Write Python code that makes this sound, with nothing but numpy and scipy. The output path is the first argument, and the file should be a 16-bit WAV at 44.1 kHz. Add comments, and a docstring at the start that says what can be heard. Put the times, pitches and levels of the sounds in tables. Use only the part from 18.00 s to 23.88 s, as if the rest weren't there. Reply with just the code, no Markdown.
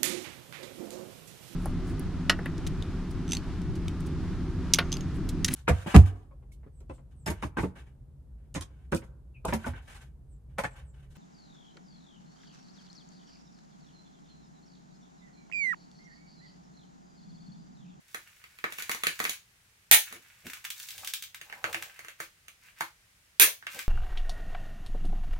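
"""Corner punch at a desk

Small room, a spaced pair of microphones close by, a wooden desk below. Just right of centre a
hand-held plastic punch rounds two corners of a stiff paper wallet. The paper goes in with small
knocks; each cut is a crack that just reaches overload, a short crunch and faint ringing tones.
Between the cuts the paper is turned in the middle of the image, rustling and snapping."""
import sys
import numpy as np
from scipy import signal
from scipy.fft import rfft, irfft
from scipy.io import wavfile

SR = 44100
rng = np.random.default_rng(int(sys.argv[2]) if len(sys.argv) > 2 else 0)


def store_pcm(level_fs):
    """Save levels as 16-bit WAV."""
    pcm = np.round(np.clip(level_fs, -1, 1) * 32767).astype(np.int16)
    wavfile.write(sys.argv[1], SR, np.atleast_2d(pcm).T)


N = 259308

# room tone: f/Hz, spectral level/dB
ROOM_TONE_COLOUR = [(15, -48), (25, -4), (102, 0.5), (166, -5.5), (270, -16.5), (440, -15.5), (863, -15),
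                    (2000, -6.5), (3500, -12.5), (9840, -15), (16000, -22.5)]
# decay of the room: f/Hz, t60/s
ROOM_DECAY = [(100, 0.093), (300, 0.15), (800, 0.2), (2000, 0.19), (5000, 0.25), (10000, 0.19),
              (16000, 0.22)]
# low ring of the desk top: f/Hz, width/Hz, level/dB
DESK_MODES = [(166, 19, -9.5), (337, 11.7, -4), (440, 37, -9), (580, 97, -5.5)]
# colours of paper flapping, flexing and snapping, a metal tick and a cut: f/Hz, spectral level/dB
FLAP_COLOUR = [(40, -9), (100, 15), (200, -10.5), (400, 3), (700, 5), (1500, -9.5)]
FLEX_COLOUR = [(300, -38), (800, -13.5), (1400, 0), (2100, 4), (2800, 0), (4000, -16.5), (8000, -41)]
SNAP_COLOUR = [(1200, -25.5), (2500, -46), (3400, 0.5), (5000, -2), (7000, -1), (9000, -4.5), (12000, -5),
               (16000, -3.5)]
TICK_COLOUR = [(1500, -5.5), (3000, 7), (4000, 6), (5100, -3.5), (6300, 8), (8000, -1), (10000, 7.5),
               (13000, -3), (16000, -3)]
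BLADE_COLOUR = [(30, -34.5), (60, -24), (200, -27.5), (330, -18), (450, -20), (700, -17.5), (1300, -8.5),
                (1800, 0.5), (2200, 0), (2900, -5), (4000, -6), (5100, -12.5), (6400, -5.5), (8000, -11),
                (9500, -1.5), (11300, -5.5), (14500, -5), (16000, -8.5)]
# boom of the sheet and knock of the plastic shell: multiple of the pitch, spectral level/dB
BOOM_SHAPE = [(.08, -46), (.2, -9), (.5, -9.5), (1, 4), (1.5, 0.5), (2.4, -7.5), (5, -31.5)]
SHELL_SHAPE = [(.1, -43.5), (.28, -34), (.42, -10.5), (.6, -2), (.8, 1), (1, 0.5), (1.35, -1.5),
               (1.7, -11.5), (3, -21.5), (6, -33)]
# the loose end swings: middle t/s, half length/s, level/dB
SHEET_SWINGS = [(1.0, .3, -68), (3.02, .07, -50.5), (3.737, 0.14, -45)]
# the paper slides: t/s, length/s, level/dB, rub on the punch re hiss/dB
SHEET_SLIDES = [(0.066, 1, -65.5, -1), (0.255, 0.021, -58.5, 7), (0.684, 0.6, -55, 0),
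                (0.773, 0.032, -39.5, 0), (1.208, 0.13, -45, -1.5), (2.03, 0.13, -52.5, 0.5),
                (2.18, 0.51, -65.5, 1.5), (2.43, 0.15, -57.5, 4), (2.733, 0.37, -51, -7),
                (3.143, 0.095, -59, -6), (3.398, 0.41, -63.5, 1), (3.64, 0.48, -63.5, 5.5),
                (4.183, 0.057, -49.5, 2), (4.607, 0.09, -62.5, 2.5), (4.756, 0.1, -57, 3.5),
                (5.692, .13, -46.5, -0.5)]
# soft swells and two short dull knocks of the sheet: middle t/s, half length/s, f/Hz, level/dB
SHEET_SWELLS_AND_KNOCKS = [(2.148, 0.038, 267, -24.5), (2.464, 0.015, 231, -18), (3.035, 0.0023, 975, -22),
                           (3.563, 0.089, 760, -23), (3.69, 0.021, 570, -16), (5.477, 0.0051, 483, -18.5),
                           (5.76, 0.018, 358, -21.5)]
# the paper buckles: t/s, level/dB
SHEET_SNAPS = [(0.9139, -7.5), (1.1907, -14), (2.4664, -20), (2.499, -20.5), (2.533, -18), (2.6417, -23),
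               (2.6489, -13.5), (2.703, -10.5), (2.799, -17.5), (2.886, -17), (2.9057, -17.5),
               (2.9793, -18.5), (3.0461, -14.5), (3.0729, -9), (3.1356, -5.5), (3.223, -14.5),
               (3.237, -18.5), (3.345, -19.5), (3.7281, -14.5), (3.8233, -14.5), (5.7902, -12.5)]
# the free part of the sheet booms higher with each grip: from t/s, f/Hz, desk contact/dB
SHEET_GRIPS = [(0, 330, -1.5), (2.9, 480, 5.5), (4.5, 700, 3)]
# paper and fingers knock on the punch: t/s, level/dB, shell f/Hz, metal tick re knock/dB
PUNCH_KNOCKS = [(0.1447, -15.5, 1790, -3.5), (0.4396, -30, 2170, -11), (0.5864, -29.5, 2270, -12),
                (0.6407, -7.5, 1700, -52), (0.7227, -23, 2000, 1), (0.7849, -18, 2130, -8),
                (0.822, -23.5, 2300, 7), (0.8938, -10.5, 1790, -3.5), (0.9469, -18.5, 1580, 0.5),
                (1.0349, -8.5, 2110, -3), (1.0683, -4.5, 2170, -3.5), (1.2005, -8.5, 1800, -7.5),
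                (1.2406, -18, 1940, 6.5), (1.251, -8.5, 2060, -10), (1.294, -20.5, 2330, 12.5),
                (2.125, -24.5, 1840, 1), (3.413, -26, 2300, -1), (3.498, -28.5, 2020, -20),
                (3.5251, -20.5, 1920, -17), (3.641, -7.5, 1970, -18.5), (3.7444, -11, 2200, -10),
                (3.991, -25.5, 1830, -2.5), (4.0467, -28.5, 2040, -4), (4.083, -25, 2120, -2.5),
                (4.2012, -16.5, 1520, -4.5), (4.4815, -31, 2300, 3.5), (4.8073, -8, 1480, -9),
                (5.625, -29.5, 1510, -29), (5.6671, -15, 2100, -13)]
# faint ringing tones after each cut: f/Hz, level/dB, t60/s
CUT_RING_TONES = [(1800, 16, 0.18), (1885, -5.5, 0.27), (2260, -2.5, 0.52), (2240, -4.5, .18),
                  (2300, -15.5, 0.23), (3350, -20.5, 0.067), (3550, -1.5, 0.057), (5700, -16, 0.06),
                  (6584, -4, .15), (8300, 12.5, 0.064), (9330, -7, .15), (9100, -14.5, .16),
                  (11600, -2.5, .18), (13200, -7.5, 0.23), (13200, -3, .2), (14800, -6, 0.1),
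                  (13500, -18.5, .12), (13200, -6.5, .14), (14930, 0, 0.093)]
# the cuts: t/s, crack/dB, crunch/dB, hollow shell ring f/Hz, its level/dB, desk thud/dB
CORNER_CUTS = [(1.9123, 15.5, 16, 886, -5, -19.5), (5.3974, 13, 16.5, 455, -9, -24)]

MIC_GAP_S = .00038   # travel time between the microphones, about 13 cm


def from_db(db):
    """Decibels to gain."""
    return 10 ** (np.asarray(db) / 20)


def unit(x):
    """Scale to a mean energy of one per channel."""
    return x / np.sqrt(np.mean(np.sum(x ** 2, axis=-1)) + 1e-20)


def add(track, s, sound):
    """Mix a sound into a track at time s."""
    start = round(s * SR)
    track[start:start + len(sound)] += sound[:N - start]


def pitched(shape, hz):
    """Place a colour given in multiples of a pitch at that pitch."""
    return [(multiple * hz, db) for multiple, db in shape]


def coloured(x, colour):
    """Causal (minimum-phase) filter; the colour is read on a log-frequency axis."""
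    size = 2 ** 12
    hz = np.maximum(np.fft.rfftfreq(size, 1 / SR), 1)
    knot_hz, knot_db = np.transpose(colour)
    gain = from_db(np.interp(np.log(hz), np.log(knot_hz), knot_db))
    cepstrum = irfft(np.log(gain))
    cepstrum[1:size // 2] *= 2
    cepstrum[size // 2 + 1:] = 0
    response = np.array(irfft(np.exp(rfft(cepstrum))), ndmin=x.ndim)
    return signal.fftconvolve(x, response, axes=-1)[..., :x.shape[-1]]


def resonance(x, hz, width_hz):
    """Two-pole resonance with a peak gain of one."""
    r = np.exp(-np.pi * width_hz / SR)
    feedback = [1, -2 * r * np.cos(2 * np.pi * hz / SR), r * r]
    return signal.lfilter(np.array([1, 0, -1]) * (1 - r * r) / 2, feedback, x)


def contact(spread_s, patchy_db):
    """A touch whose frequencies arrive scattered over a moment, each a little stronger or weaker."""
    size = 2 ** 13
    hz = np.fft.rfftfreq(size, 1 / SR)
    knots = np.linspace(0, SR / 2, num=90)
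    delay_s = np.interp(hz, knots, spread_s * np.minimum(rng.exponential(1, len(knots)), 2))
    gain = from_db(np.interp(hz, knots, patchy_db * rng.standard_normal(len(knots))))
    phase = -2 * np.pi * np.cumsum(delay_s) * hz[1]
    return unit(irfft(gain * np.exp(1j * phase))[:size // 2])


def grains(per_s, spread_db, size):
    """Random tiny clicks of uneven strength; rms 1."""
    born = rng.random(size) < per_s / SR
    strength = from_db(spread_db * np.minimum(rng.exponential(1, size), 4))
    return unit(born * strength * rng.standard_normal(size)) * np.sqrt(size)


def diffuse(size):
    """Noise from all directions on the spaced pair: alike in the bass only."""
    alike = .95 * np.sinc(2 * np.fft.rfftfreq(size, 1 / SR) * MIC_GAP_S)
    mid, side = rfft(rng.standard_normal((2, size)))
    return irfft(np.sqrt(1 + alike) * mid + np.sqrt(1 - alike) * side * [[1], [-1]], size)


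def room_tone(rms_db):
    """Faint, steady, bass-heavy noise all round the microphones."""
    return from_db(rms_db) * unit(coloured(diffuse(N), ROOM_TONE_COLOUR)) * np.sqrt(N)


def in_room(x, lag_s, pan_db, room_db, desk_db, smear_s):
    """At the pair: direct sound smeared by the hands, a desk bounce, a tail dying band by band."""
    size = SR // 2
    t, hz = np.arange(size) / SR, np.fft.rfftfreq(size, 1 / SR)
    noise = rfft(diffuse(size))
    log_centres = np.log([centre_hz for centre_hz, _ in ROOM_DECAY])
    tail = 0
    for share, (_, t60) in zip(np.eye(len(ROOM_DECAY)), ROOM_DECAY):
        band = irfft(noise * np.interp(np.log(hz + 1), log_centres, share), size)
        tail += band * from_db(-60 * t / t60)
    build_up = np.clip((t - .001) / .0013, 0, 1)
    response = from_db(room_db) * unit(tail * build_up)
    left, right = (lag_s, pan_db / 2, .0013), (0, -pan_db / 2, .0011)
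    for channel, (late_s, side_db, bounce_s) in enumerate([left, right]):
        path = from_db(side_db) * contact(spread_s=smear_s, patchy_db=0.5)
        add(response[channel], late_s, path)
        add(response[channel], late_s + bounce_s, from_db(desk_db) * path)
    return signal.fftconvolve(x[None], response, axes=1)[:, :N]


def desk(touch, uneven_db):
    """The low modes of the desk top, each as strong as the chance place of the blow makes it."""
    return sum(from_db(db + uneven_db * rng.standard_normal()) * unit(resonance(touch, hz, width_hz))
               for hz, width_hz, db in DESK_MODES)


def rustle(colour, per_s, spread_db):
    """Fibres catch and slip at random; rms 1."""
    return unit(coloured(grains(per_s, spread_db, N), colour)) * np.sqrt(N)


def swings(flap_db):
    """The loose end flaps softly as it swings through the air."""
    t = np.arange(N) / SR
    speed = sum(from_db(db) * np.exp(-((t - s) / half_s) ** 2) for s, half_s, db in SHEET_SWINGS)
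    return from_db(flap_db) * speed * rustle(FLAP_COLOUR, per_s=920, spread_db=3.5)


def slides(hiss_db, rub_db, crackle_db):
    """Each stroke speeds up, holds and dies away: the sheet hisses, crackles and rubs on the punch."""
    attack_s, release_s = 0.025, 0.01
    t = np.arange(N) / SR
    sliding, rubbing = np.zeros(N), np.zeros(N)
    for s, length_s, db, on_punch_db in SHEET_SLIDES:
        stroke = np.clip((t - s) / attack_s, 0, 1)
        stroke *= np.exp(-np.maximum(t - s - length_s, 0) / release_s)
        sliding = np.maximum(sliding, from_db(db) * stroke)
        rubbing = np.maximum(rubbing, from_db(db + on_punch_db) * stroke)
    hiss = from_db(hiss_db) * rustle(SNAP_COLOUR, per_s=5600, spread_db=5)
    hiss += from_db(crackle_db) * rustle(SNAP_COLOUR, per_s=90, spread_db=2.5)
    rub = from_db(rub_db) * rustle(FLEX_COLOUR, per_s=2500, spread_db=1)
    rub += from_db(crackle_db) * rustle(FLEX_COLOUR, per_s=90, spread_db=2.5)
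    return sliding * hiss + rubbing * rub


def swells_and_dull_knocks():
    """Noise in a resonance of the sheet: soft swells, the two shortest heard as dull knocks."""
    out, t = np.zeros(N), np.arange(N) / SR
    for s, half_s, hz, db in SHEET_SWELLS_AND_KNOCKS:
        boom = coloured(rng.standard_normal(N), pitched(BOOM_SHAPE, hz))
        envelope = np.exp(-((t - s) / half_s) ** 2)
        out += from_db(db) * unit(boom * envelope)
    return out


def snaps(bend_octaves, bend_db):
    """A crease pops and the sheet flexes; bent in the turn it stiffens, flexing higher and less."""
    turn_start_s, turn_end_s, ramp_s = 2.65, 3.283, 0.061
    out = np.zeros(N)
    for s, db in SHEET_SNAPS:
        pop = contact(spread_s=0.0021, patchy_db=2)
        bend = np.clip(min(s - turn_start_s, turn_end_s - s) / ramp_s, 0, 1)
        flex = coloured(pop, pitched(FLEX_COLOUR, 2 ** (bend_octaves * bend)))
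        add(out, s, from_db(db) * unit(coloured(pop, SNAP_COLOUR)))
        add(out, s, from_db(db + bend_db * bend) * unit(flex))
    return out


def knocks(shell_db, boom_db, tick_db, desk_db):
    """Each touch rings the damped plastic shell, thumps sheet and desk, and ticks on the metal."""
    shell_hz, firm_knock_db = 1806, -2
    out = np.zeros(N)
    for s, db, hz, metal_db in PUNCH_KNOCKS:
        touch = contact(spread_s=0.0014, patchy_db=3)
        sheet_hz, on_desk_db = [grip[1:] for grip in SHEET_GRIPS if grip[0] <= s][-1]
        # a lower or heavier knock reaches deeper into sheet and desk
        depth_db = -16 * np.log2(hz / shell_hz) + 0.22 * (db - firm_knock_db)
        parts = [(pitched(SHELL_SHAPE, hz), shell_db),
                 (pitched(BOOM_SHAPE, sheet_hz), boom_db + depth_db),
                 (TICK_COLOUR, tick_db + metal_db)]
        for colour, part_db in parts:
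            add(out, s, from_db(db + part_db) * unit(coloured(touch, colour)))
        add(out, s, from_db(db + desk_db + on_desk_db + depth_db) * desk(touch, uneven_db=8))
    return out


def cuts(crack_s, crunch_s, ring_db):
    """The blade cracks through and crunches past the fibres; the shell and faint tones ring on."""
    out, t = np.zeros(N), np.arange(SR // 2) / SR
    swell = t / crunch_s * np.exp(-(t / crunch_s) ** 2)
    for s, crack_db, crunch_db, hollow_hz, hollow_db, thud_db in CORNER_CUTS:
        fibres = grains(per_s=12000, spread_db=0.61, size=len(t))
        force = from_db(crunch_db) * unit(fibres * swell)
        add(force, 0, from_db(crack_db) * contact(spread_s=crack_s, patchy_db=1.5))
        blow = unit(coloured(force, BLADE_COLOUR)) * np.linalg.norm(force)
        ring = sum(from_db(db - 60 * t / t60) * np.sin(2 * np.pi * hz * t) * rng.choice([-1, 1])
                   for hz, db, t60 in CUT_RING_TONES)
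        hollow = from_db(hollow_db) * unit(resonance(force, hollow_hz, width_hz=160))
        thud = from_db(thud_db) * unit(resonance(force, hz=58, width_hz=38))
        add(out, s, blow + from_db(ring_db) * unit(ring) + hollow + thud)
    return out


def scene():
    """From the microphones: the punch to the right, the paper across the middle, room tone around."""
    paper = snaps(bend_octaves=0.31, bend_db=-6.5) + swells_and_dull_knocks()
    paper += slides(hiss_db=-4.5, rub_db=-5, crackle_db=-7) + swings(flap_db=-10)
    cutting = cuts(crack_s=.0009, crunch_s=0.029, ring_db=-6)
    feeding = knocks(shell_db=5.5, boom_db=-7, tick_db=3, desk_db=-18.5)
    out = room_tone(rms_db=-64)
    moved = np.arange(N) / SR > 2.9   # the punch goes to the second corner
    for here in (~moved, moved):   # each corner has its own reflections
        out += in_room(cutting * here, lag_s=.00022, pan_db=-4.5,
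                       room_db=0.5, desk_db=-9.5, smear_s=.0001212)
        out += in_room(feeding * here, lag_s=.00017, pan_db=-2.5,
                       room_db=1, desk_db=-5.5, smear_s=.0001)
        out += in_room(paper * here, lag_s=.00001, pan_db=-1,
                       room_db=1.5, desk_db=-10, smear_s=.00004)
    return out


def record(dry):
    """The recorder rounds off peaks near full scale and cuts the top steeply."""
    cutoff_hz = 15850
    rounded = dry / (1 + dry ** 6) ** (1 / 6)
    return signal.sosfilt(signal.ellip(12, .2, 80, cutoff_hz, fs=SR, output="sos"), rounded)


dry = scene()
out = record(dry)
store_pcm(out)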